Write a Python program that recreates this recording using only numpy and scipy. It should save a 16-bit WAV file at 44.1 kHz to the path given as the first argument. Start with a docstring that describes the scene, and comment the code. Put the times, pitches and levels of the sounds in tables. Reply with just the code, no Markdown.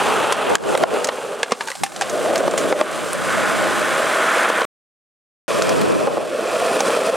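"""Skateboard on a concrete bank

Heard from a moving stereo microphone close by, a skater rides up a bank, pops the board and bails.
It clatters down, lands on its wheels and rolls right up, empty. After a silent gap he rides past again,
over a slab joint. Rough concrete shakes the deck through the wheels and grit cracks under them.
Wind buffets the microphone, and its fast gain control ducks after every hard knock."""
import sys
import numpy as np
from scipy import signal
from scipy.fft import rfft, irfft
from scipy.io import wavfile
from scipy.ndimage import uniform_filter1d, map_coordinates

SR = 44100
rng = np.random.default_rng(int(sys.argv[2]) if len(sys.argv) > 2 else 0)


def materialize(psi):
    """Save the field psi as 16-bit PCM at rate SR to the path in sys.argv[1].

    A 1-D psi becomes a single channel; in a 2-D psi each row is a channel.
    """
    bounded = np.clip(np.atleast_2d(psi).T, -1, 1)
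    quanta = np.round(bounded * 32767).astype(np.int16)
    wavfile.write(sys.argv[1], SR, quanta)


N = 315756
TIME = np.arange(N) / SR
AGE = TIME[TIME < .16]   # seconds since a blow
GAP_START_S, GAP_END_S = 4.652, 5.480


def from_db(db):
    """Decibels as an amplitude factor."""
    return np.exp(np.asarray(db) * np.log(10) / 20)


def rms_one(x):
    """Scale a steady sound to rms 1."""
    return x / np.sqrt(np.mean(x ** 2) + 1e-20)


def burst_one(x):
    """Scale a blow to the energy of a fiftieth of a second at rms 1."""
    return x / np.sqrt(np.sum(x ** 2, axis=-1, keepdims=True) * 50 / SR + 1e-20)


def in_time(rows):
    """Join (seconds, value) points into a curve."""
    return np.interp(TIME, *np.transpose(rows))


def between(from_s, to_s, edge_s):
    """1 inside a span of time, 0 outside, with soft edges."""
    return (np.tanh((TIME - from_s) / edge_s) - np.tanh((TIME - to_s) / edge_s)) / 2


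def drift(hz):
    """A smooth random wander of spread 1."""
    step, settle = 40, 2000
    pole = np.exp(-2 * np.pi * step * hz / SR)
    noise = rng.standard_normal(N // step + settle + 2)
    slow = signal.lfilter([1], [1, -2 * pole, pole * pole], noise)[settle:]
    return np.interp(np.arange(N) / step, np.arange(len(slow)), rms_one(slow))


def colour(x, points, size=2048):
    """Causal (minimum-phase) filter that follows a (Hz, dB) table."""
    hz, db = np.transpose(points)
    grid = np.maximum(np.fft.rfftfreq(size, 1 / SR), 1)
    gain = from_db(np.interp(np.log(grid), np.log(hz), db))
    cepstrum = irfft(np.log(gain))
    cepstrum[1:size // 2] *= 2
    cepstrum[size // 2 + 1:] = 0
    impulse = irfft(np.exp(rfft(cepstrum)))
    return signal.oaconvolve(x, impulse[None], axes=-1)[:, :x.shape[-1]]


def resonate(x, hz, width_hz):
    """A resonance with gain 1 at its peak."""
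    r = np.exp(-np.pi * width_hz / SR)
    feedback = [1, -2 * r * np.cos(2 * np.pi * hz / SR), r * r]
    return signal.lfilter(np.array([1, 0, -1]) * (1 - r * r) / 2, feedback, x)


def cut(x, hz, kind, order=2):
    """Butterworth high-pass or low-pass."""
    return signal.sosfilt(signal.butter(order, hz, kind, fs=SR, output="sos"), x)


def bend(x, percent):
    """Raise or lower the pitch of a steady sound from moment to moment."""
    position = np.cumsum(1 + percent / 100) % (N - 1)
    return np.array([map_coordinates(channel, [position], order=1) for channel in x])


def add(out, start_s, sound):
    """Mix a sound in from its start time."""
    at = max(round(start_s * SR), 0)
    out[:, at:at + sound.shape[-1]] += sound[..., :N - at]


def grain_kicks(per_s, spread_db):
    """Rolling over tiny bumps gives dense random kicks of uneven size."""
    met = rng.random((2, N)) < per_s / SR
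    sizes = 1 + (from_db(spread_db) - 1) * rng.standard_exponential((2, N), dtype=np.float32)
    return met * sizes * rng.standard_normal((2, N), dtype=np.float32)


# The deck's drone over changing ground. Each row: time in seconds, pitch shift in per cent.
DECK_BEND = [(1.9, 0), (2.1, -2), (2.34, 2.5), (2.47, 2), (2.72, -7), (2.95, -1), (4.6, 1), (5.5, 0.5),
             (7.1, 0)]
def deck_rumble(modes, load_db):
    """Concrete shakes the deck; each resonance waxes and wanes as the load shifts between wheels."""
    kicks = grain_kicks(2500, spread_db=-0.5) * from_db(load_db)
    rumble = sum((-1) ** k * from_db(db + 1.2 * drift(hz=11)) * resonate(kicks, hz, width)
                 for k, (hz, width, db) in enumerate(modes))
    rumble = bend(rumble, percent=in_time(DECK_BEND) + 1.5 * drift(hz=4))
    return rms_one(cut(cut(rumble, 147.6, "high"), 1010, "low"))


def wheel_growl():
    """The wheel bodies answer the concrete with a low growl."""
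    body = resonate(grain_kicks(4000, spread_db=-0.5), hz=238, width_hz=150)
    return rms_one(cut(cut(body, 180, "high", order=3), 520, "low"))


# Spectrum of the wheels' hiss. Each row: frequency in Hz, level in dB.
HISS = [(2350, -21), (4000, 0.5), (4930, -2), (8160, -1), (9380, -1.5), (12500, -11.5), (15100, -23),
        (16000, -18)]
# The bearings' steel rings. Each row: frequency in Hz, width in Hz, gain in dB relative to the hiss.
BEARING_RINGS = [(4900, 200, -8), (6100, 220, -9), (7400, 250, -5), (8400, 220, -7), (9500, 250, -6)]
def steely_hiss(kicks):
    """Fine kicks make a hiss; bearing resonances fade in and out of it as the balls shift."""
    hiss = colour(kicks, HISS)
    rings = sum(from_db(db + 5 * np.tanh(drift(hz=2.5))) * resonate(hiss, hz, width)
                for hz, width, db in BEARING_RINGS)
    return rms_one(hiss + rings)


# Wheel speed. Each row: time in seconds, turns per second.
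WHEEL_TURNS = [(0, 30), (1, 22), (2.3, 30), (3.3, 21), (4.6, 19), (5.5, 30), (7.2, 27)]
def rolling(levels, deck_modes, rasp_spectrum, rumble_db, rumble_follows, hiss_db, hiss_follows,
            lumpy_db, growl_db):
    """Wheels rasp on concrete, with rumble, growl and hiss following; uneven wear throbs once a turn."""
    rasp_db = in_time(levels)
    effort_db = rasp_db + 25   # above an ordinary roll
    turns_per_s = in_time(WHEEL_TURNS) * (1 + 0.09 * drift(hz=4.2))
    throb = np.cos(2 * np.pi * np.cumsum(turns_per_s) / SR)
    load_db = lumpy_db * (0.27 * throb + 0.21 * drift(hz=35))
    rumble = deck_rumble(deck_modes, load_db)
    growl = from_db(growl_db) * wheel_growl()
    rasp = rms_one(colour(grain_kicks(9000, spread_db=-0.5) * from_db(0.68 * load_db), rasp_spectrum))
    hiss = steely_hiss(grain_kicks(25000, spread_db=3.5) * from_db(0.27 * load_db + drift(hz=60)))
    sound = (from_db(rumble_db + rumble_follows * effort_db) * rumble
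             + from_db(rasp_db) * (rasp + growl)
             + from_db(hiss_db + hiss_follows * effort_db) * hiss)
    return sound * ((TIME >= levels[0][0]) & (TIME < levels[-1][0]))


# Wheel rasp at the microphone on each stretch. Each row: time in seconds, level in dB.
APPROACH_LEVELS = [(0, -18.5), (.29, -20), (.39, -23), (.56, -20.5)]
BANK_LEVELS = [(.57, -40.5), (.7, -25), (.83, -21), (.96, -15.5), (1.07, -31), (1.42, -33), (1.7, -42)]
EMPTY_LEVELS = [(1.86, -57), (1.96, -38.5), (2.05, -32), (2.3, -27), (2.55, -24.5), (2.71, -26),
                (2.76, -26), (2.84, -18), (2.97, -28), (3.18, -29), (3.3, -24.5), (4.12, -22), (4.29, -21),
                (4.52, -14), (4.66, -22)]
RIDE_BY_LEVELS = [(5.47, -25), (5.62, -23.5), (5.76, -26), (6.0, -29), (6.12, -31.5), (6.27, -34),
                  (6.57, -25.5), (6.9, -21.5), (7.17, -26)]
# Resonances of the rolling deck. Each row: frequency in Hz, width in Hz, gain in dB.
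DECK_RUN_UP = [(148.3, 110, -17), (248.5, 91, -12), (413, 40, 2), (493, 58, 2.5), (610, 120, 1),
               (745, 200, -8.5)]
DECK_EMPTY = [(336, 83, -7), (481, 100, -1.5), (557, 47, 3), (627, 54, 3.5), (703, 76, -3)]
DECK_RIDE_BY = [(248, 170, -14), (419, 72, -3.5), (494, 62, 0.5), (570.4, 70, 1), (651, 88, -1)]
# Spectra of the rasp. Each row: frequency in Hz, level in dB.
RASP_RUN_UP = [(440, -29), (750, 1.5), (827, 4.5), (961, 0.5), (1360, 1.5), (1540, -3.5), (2030, -10),
               (2620, -7), (3280, -10), (3900, -17), (4500, -23), (5850, -52), (9900, -120)]
RASP_EMPTY = [(440, -36.5), (750, -3), (814, -0.5), (925, -6), (1040, 1), (1250, 0), (1350, -2.5),
              (1480, 0), (1640, -5), (2090, -8.5), (2290, -9), (2960, -10), (3380, -11), (3900, -16.5),
              (4500, -27.5), (5850, -64), (9900, -120)]
RASP_RIDE_BY = [(500, -36), (850, -6), (905, -9), (1010, -1.5), (1360, -2), (1590, -9), (1770, -7),
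                (2090, -14), (2520, -6.5), (2820, -13.5), (3400, -13), (3810, -20), (4500, -20.5),
                (5850, -22.5), (9900, -120)]
def wheels():
    """The board rolls to the bank, up it, back empty towards the microphone, then past with its rider."""
    approach = rolling(APPROACH_LEVELS, DECK_RUN_UP, RASP_RUN_UP, rumble_db=-25, rumble_follows=0.48,
                       hiss_db=-42.5, hiss_follows=1.7, lumpy_db=-5, growl_db=-15.5)
    bank = rolling(BANK_LEVELS, DECK_RUN_UP, RASP_RUN_UP, rumble_db=-21.5, rumble_follows=1,
                   hiss_db=-35.5, hiss_follows=.9, lumpy_db=4, growl_db=-14.5)
    coarse = between(2.09, 2.78, edge_s=0.07)   # a coarser slab shakes the empty board harder
    empty = rolling(EMPTY_LEVELS, DECK_EMPTY, RASP_EMPTY, rumble_db=9 * coarse - 26, rumble_follows=0.77,
                    hiss_db=-33.5, hiss_follows=0.66,
                    lumpy_db=2.5 * coarse - 0.5, growl_db=7 * coarse - 13.5)
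    ride_by = rolling(RIDE_BY_LEVELS, DECK_RIDE_BY, RASP_RIDE_BY,
                      rumble_db=in_time([(5.9, -22), (6.6, -19.5)]), rumble_follows=0.51,
                      hiss_db=-34, hiss_follows=1.06, lumpy_db=2, growl_db=-21.5)
    return approach + bank + empty + ride_by


# Gusts right on the microphone as it is swung along. Each row: peak time in seconds,
# half length in seconds, buffeting in dB, flutter in dB relative to the buffeting.
GUSTS = [(.14, 0.27, -31.5, 0.5), (.52, 0.044, -31.5, 13), (.74, 0.15, -31, 7.5), (0.912, 0.09, -24, 7),
         (1.835, 0.034, -31.5, -2), (2.527, 0.43, -30.5, -5), (3.549, 0.428, -27, -8.5),
         (5.83, 0.31, -24, 5), (6.606, 0.11, -39, -5)]
# Spectra of the low buffeting and the brighter flutter. Each row: frequency in Hz, level in dB.
BUFFET = [(20, -29.5), (50, -10), (100, 1), (170, 9.5), (280, 7), (420, -9.5), (800, -38), (2000, -68)]
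FLUTTER = [(150, -25), (330, 7.5), (480, 4.5), (800, -1.5), (1300, -14), (2200, -21), (4000, -47.5)]
def wind():
    """Gusts swell and die away as lumpy turbulence, mostly opposite at the two microphone ports."""
    calm_buffet_db, calm_flutter_db = -50.5, -51
    peak_s, half_s, gust_db, flutter_db = np.transpose(GUSTS)[:, :, None]
    swells = from_db(gust_db) * np.exp(-((TIME - peak_s) / half_s) ** 2)
    buffet_gain = from_db(calm_buffet_db) + swells.sum(axis=0)
    flutter_gain = from_db(calm_flutter_db) + (from_db(flutter_db) * swells).sum(axis=0)
    eddies_db = 1.1 * drift(hz=22)
    buffet = rms_one(colour(rng.standard_normal((2, N)) * from_db(eddies_db), BUFFET))
    fast_eddies = rng.standard_normal((2, N)) * from_db(0.35 * eddies_db + 1.2 * drift(hz=50))
    flutter = rms_one(colour(fast_eddies, FLUTTER))
    common, opposite = buffet_gain * buffet + flutter_gain * flutter
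    return from_db(-11.5) * common + opposite * [[1], [-1]]


def crunch(decay_s, tail_db, tail_s, bite_s=0.00225):
    """Contact noise: a burst that builds as the surfaces bite, and a weak scattered tail."""
    bite = 1 - np.exp(-AGE / bite_s)
    decay = np.exp(-AGE / decay_s) + from_db(tail_db) * np.exp(-AGE / tail_s)
    return rng.standard_normal((2, len(AGE))) * bite * decay


def dying_tone(hz, decay_s):
    """One struck resonance that swells in about a millisecond and dies."""
    tone = np.sin(2 * np.pi * (hz * AGE + rng.random((2, 1))))
    return burst_one(tone * (1 - np.exp(-AGE / .001)) * np.exp(-AGE / decay_s))


# The board striking concrete; its pitch depends on the spot that hits. Two rows are the skater's shoes instead:
# a faint scuff at 1.508 s and the slap of a foot at 1.52 s. # Each row: start in seconds, deck level in dB,
# trucks level in dB, deck pitch in Hz, trucks pitch in Hz, # low-pass in Hz, first hard tick in dB relative to
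# the trucks.
CLACKS = [(0.3228, -16.5, -19, 1040, 1375, 10920, -13), (0.5541, -27.5, -13.5, 790, 1630, 10500, -3),
          (1.4309, -20.5, -12.5, 490, 1670, 6900, -7.5), (1.508, -33, -35.5, 810, 2100, 7000, -11.5),
          (1.52, -13, -7.5, 470, 1114, 5500, -13.5), (1.608, -25, -18.5, 920, 1680, 5970, -14),
          (1.673, -28.5, -38, 890, 1610, 8000, -11), (1.6844, -35.5, -25, 854, 1540, 9000, -8.5),
          (1.702, -32, -30, 537, 1640, 10000, -4.5), (1.7165, -48.5, -25, 545, 1970, 9040, -10),
          (1.753, -35, -38, 780, 1570, 10000, -2), (1.8345, -15.5, -20.5, 789, 1180, 12900, -12.5),
          (1.863, -34.5, -27, 805, 1780, 10000, -11), (1.961, -29, -42, 756, 1510, 9050, -11),
          (2.011, -25.5, -20.5, 810, 1570, 11150, -8), (2.0183, -18.5, -30.5, 756, 1870, 6250, -13)]
# Modes of the struck board. Each row: frequency in Hz, level in dB, seconds to fall 60 dB.
BOARD_MODES = [(587, -4.5, .035), (770, -0.5, 0.037), (843, -16, 0.06), (1154, -1.5, 0.065), (1590, 3, .03),
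               (1950, -5, 0.038), (2130, -1.5, 0.034), (2600, -14.5, 0.078), (2740, -1, .03),
               (3450, -12, 0.029), (4190, -11, .05)]
# Spectra of a woody slap and a bright snap. Each row: frequency in Hz, level in dB.
SLAP = [(150, -27), (500, -11.5), (1000, 12.5), (1700, 1), (3200, -5.5), (5000, -11), (9000, -22)]
SNAP = [(800, -10), (2500, 5), (4500, 0), (7000, 1), (9500, -0.5), (12000, -7.5), (16000, -25.5)]
def clacks():
    """The wooden deck knocks, snaps and rings low; the metal trucks tick, slap, clank and ring high."""
    out = np.zeros((2, N))
    hz, mode_db, t60 = np.transpose(BOARD_MODES)[:, :, None]
    for start_s, deck_db, truck_db, deck_hz, truck_hz, top_hz, tick_db in CLACKS:
        strike_point_db = rng.normal(0, 2.5, hz.shape)
        drive_db = np.interp(hz, [850, 1400], [deck_db, truck_db - 6.5])
        modes = np.sin(2 * np.pi * (hz * AGE + rng.random((2, len(hz), 1))))
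        ring = np.sum(from_db(mode_db + strike_point_db + drive_db - 60 * AGE / t60) * modes, axis=1)
        slap = burst_one(colour(crunch(.0078, tail_db=-28, tail_s=.014), SLAP))
        snap = burst_one(colour(crunch(.003, tail_db=-14, tail_s=.014), SNAP))
        tick = burst_one(colour(crunch(.0007, tail_db=-40, tail_s=.004, bite_s=.0001), SNAP))
        knock = dying_tone(deck_hz, decay_s=.0068)
        clank = dying_tone(truck_hz, decay_s=.003)
        deck = from_db(-2) * knock + from_db(-3) * snap
        trucks = from_db(-8.5) * clank + from_db(-12.5) * slap + from_db(tick_db) * tick
        blow = ring + from_db(deck_db) * deck + from_db(truck_db) * trucks
        add(out, start_s, cut(cut(blow, 298.4, "high"), top_hz, "low"))
    return out


def thump(hz, ring_s, flex_db, click_db):
    """Soft urethane meets an edge: a knock of a few cycles, a lower flex of the deck, a woody click."""
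    envelope = (1 - np.exp(-AGE / .0006)) * np.exp(-(AGE / ring_s) ** 2)
    knock = sum(from_db(db) * np.sin(2 * np.pi * (hz * ratio * AGE + rng.random((2, 1))))
                for ratio, db in [(.6, flex_db), (1, 1.5), (1.5, -7.5), (2, -11)])
    click = burst_one(colour(crunch(.003, tail_db=-19.5, tail_s=.012, bite_s=.0005), SLAP))
    return cut(envelope * knock, 260, "high", order=4) + from_db(click_db) * cut(click, 7000, "low")


# Axles crossing edges and slab joints, the front about 0.1 s before the rear. Each row: start in
# seconds, level in dB, pitch in Hz, ring in seconds, second wheel's lag in seconds, then the
# relative levels in dB of the second wheel, the deck's flex and the click.
JOINTS = [(0.7507, -3, 564, 0.0059, 0.0035, -10, -14, -14),
          (0.8364, 3.5, 686, 0.0086, 0.0039, -21, -19, -16), (.944, -6, 437, .007, .004, -12, -11, -22),
          (1.087, -8.5, 550, .007, 0.0037, -12, -16, -11.5),
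          (2.478, -4.5, 592, 0.0066, 0.002, -14.5, -6, -18),
          (2.7248, -4.5, 527, 0.01, .003, -17, -10.5, -14.5),
          (2.8118, 0.5, 596, 0.0098, 0.0026, -20, -7, -14), (4.5, -6.5, 456, 0.0069, .003, -8.5, -4.5, -10),
          (4.616, -7, 482, 0.0068, 0.0029, -11.5, -7, -11.5),
          (6.072, -7.5, 520, 0.0075, 0.0074, 1, -13.5, -22),
          (6.1709, -11.5, 525, 0.0061, 0.0066, 2, -6, -25), (6.805, -11, 800, .009, .003, -16, -15, -24),
          (6.897, -10, 574, 0.0084, 0.0039, -12, -14, -30)]
# Pits in the concrete. Each row: start in seconds, level in dB, pitch in Hz.
PITS = [(1.331, -24, 640), (2.258, -16, 595), (2.335, -11.5, 570), (2.403, -19.5, 630), (2.436, -13, 659),
        (2.538, -9, 593), (7.14, -15.5, 538)]
def joints_and_pits():
    """Each axle meets a joint with one wheel just ahead of the other; pits jolt one wheel alone."""
    out = np.zeros((2, N))
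    for start_s, db, hz, ring_s, lag_s, second_db, flex_db, click_db in JOINTS:
        add(out, start_s, from_db(db) * thump(hz, ring_s, flex_db, click_db))
        add(out, start_s + lag_s, from_db(db + second_db) * thump(hz, ring_s, flex_db, click_db))
    for start_s, db, hz in PITS:
        add(out, start_s, from_db(db) * thump(hz, ring_s=.0075, flex_db=-7.5, click_db=-22.5))
    return out


# Loose grit on the concrete. Each row: start in seconds, level in dB, pitch of the snap in Hz,
# decay in seconds, jolt of the deck in dB relative to the snap.
GRIT_CRACKS = [(.775, -27.5, 8500, 0.003, 7.5), (1.044, -23, 6100, 0.0046, -2),
               (1.071, -34, 6000, 0.0047, 1), (2.0959, -32, 6500, 0.0059, -3),
               (2.357, -32.5, 4000, 0.0043, 9), (2.378, -30.5, 6000, 0.0043, 0.5),
               (2.5107, -31.5, 6500, .002, -2), (2.577, -23, 6600, 0.013, 4),
               (3.131, -29, 10570, 0.0021, -2.5), (5.621, -25.5, 5400, 0.0029, 1),
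               (5.692, -33, 5360, .004, 3.5), (5.813, -43, 4800, 0.0046, 14),
               (6.8048, -26, 5400, 0.0061, 0)]
def grit_cracks():
    """A grain of grit is crushed or spat out from under a wheel, and gives the deck a small jolt."""
    out = np.zeros((2, N))
    for start_s, db, hz, decay_s, jolt_db in GRIT_CRACKS:
        burst = crunch(decay_s, tail_db=-20, tail_s=.01, bite_s=.0002)
        snap = burst_one(resonate(colour(burst, SNAP), hz, width_hz=3400))
        jolt = burst_one(resonate(burst, hz=1500, width_hz=1400))
        add(out, start_s, from_db(db) * (snap + from_db(jolt_db) * jolt))
    return out


def free_spin():
    """While the board tumbles, its wheels only hiss and whirr in their bearings."""
    hiss = steely_hiss(grain_kicks(18000, spread_db=17))
    whirr = rms_one(colour(grain_kicks(5500, spread_db=18), RASP_EMPTY))
    return between(1.47, 1.926, edge_s=.075) * (from_db(-40.5) * hiss + from_db(-42.5) * whirr)


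# Dull low pushes: the skater coming down on the concrete, then a faint one as a gust pops on the microphone.
# Each row: start in seconds, level in dB.
LOW_PUSHES = [(1.521, -13), (1.812, -35)]
def low_pushes():
    """A dull, low push: shoes and body landing, or a gust popping on the microphone."""
    out = np.zeros((2, N))
    tones = sum(from_db(db) * np.sin(2 * np.pi * hz * AGE) for hz, db in [(240, 8.7), (440, 0.5)])
    envelope = (1 - np.exp(-AGE / .0022)) * np.exp(-AGE / .0054)
    push = cut(tones * envelope, 134, "high") * from_db([[0], [-3]])   # weaker in the side channel
    for start_s, db in LOW_PUSHES:
        add(out, start_s, from_db(db) * push)
    return out


# Wheel resonances that stand out at close range. Each row: frequency in Hz, width in Hz, gain in dB.
WHEEL_MODES = [(815, 62, -6), (1099, 110, -6), (1280, 140, -2.5), (1483, 120, 1.5), (1790, 240, -5),
               (2260, 320, -9)]
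# Their growl as the empty board closes in. Each row: time in seconds, level in dB.
CLOSING_IN = [(2.9, -48), (3.16, -33), (3.3, -22), (3.7, -25.5), (4.1, -25), (4.29, -19), (4.55, -14),
              (4.66, -23)]
def close_wheels():
    """The empty board arrives at the microphone, its hard wheels ringing on the concrete."""
    kicks = grain_kicks(5000, spread_db=2)
    growl = sum((-1) ** k * from_db(db) * resonate(kicks, hz, width)
                for k, (hz, width, db) in enumerate(WHEEL_MODES))
    return from_db(in_time(CLOSING_IN)) * (TIME < GAP_START_S) * rms_one(cut(growl, 3000, "low"))


# Echoes off nearby ramps and ledges. Each row: delay in seconds, level in dB.
RAMP_ECHOES = [(0.015, -20), (0.029, -20), (0.054, -31), (.084, -22)]
def with_echoes(direct):
    """The surrounding concrete returns a few dull copies of the sound."""
    dull = cut(direct, 3980, "low", order=1)
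    heard = direct.copy()
    for delay_s, db in RAMP_ECHOES:
        add(heard, delay_s, from_db(db) * dull)
    return heard


# The microphone's stereo width. Each row: frequency in Hz, gain of the side channel in dB.
STEREO_WIDTH = [(30, 0.5), (90, 8.5), (170, -6.5), (290, -12.5), (480, -15), (800, -13.5), (1400, -15),
                (3500, -29.5), (7000, -18), (10000, -6.5), (16000, -14.5)]
def stereo_microphone(mid_side, right_lean_db=0.53):
    """Mid and side become left and right, leaning slightly to the right."""
    side = colour(mid_side[1:], STEREO_WIDTH)
    sign = np.array([[1], [-1]])
    return (mid_side[0] + side * sign) * from_db(-sign * right_lean_db / 2)


def scene():
    """Board and skater, carried as mid and side, echo off the ramps; wind blows on the microphone."""
    direct = (wheels() + close_wheels() + free_spin() + joints_and_pits()
              + clacks() + grit_cracks() + low_pushes())
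    return stereo_microphone(with_echoes(direct)) + wind()


def gain_control(x, threshold_db, attack_s, release_db_per_s):
    """Loud knocks pull the gain down within milliseconds; it creeps back at a steady rate."""
    power = uniform_filter1d(np.mean(x, axis=0) ** 2, size=128)
    over_db = np.maximum(10 * np.log10(np.maximum(power, 1e-12)) - threshold_db, 0)
    release_db = release_db_per_s * TIME
    held_db = np.maximum.accumulate(over_db + release_db) - release_db
    pole = np.exp(-1 / (attack_s * SR))
    return x * from_db(-signal.lfilter([1 - pole], [1, -pole], held_db))


def record(dry):
    """Gain control, rounded peaks, a silent gap between the rides and a steep cut above 16 kHz."""
    held = gain_control(dry, threshold_db=-15, attack_s=.004, release_db_per_s=100)
    rounded = held / (1 + held ** 6) ** (1 / 6)
    running = (TIME < GAP_START_S) | (TIME > GAP_END_S)
    low_pass = signal.ellip(10, .1, 80, 16000, fs=SR, output="sos")
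    return signal.sosfilt(low_pass, rounded * running)


dry = scene()
out = record(dry)
materialize(out)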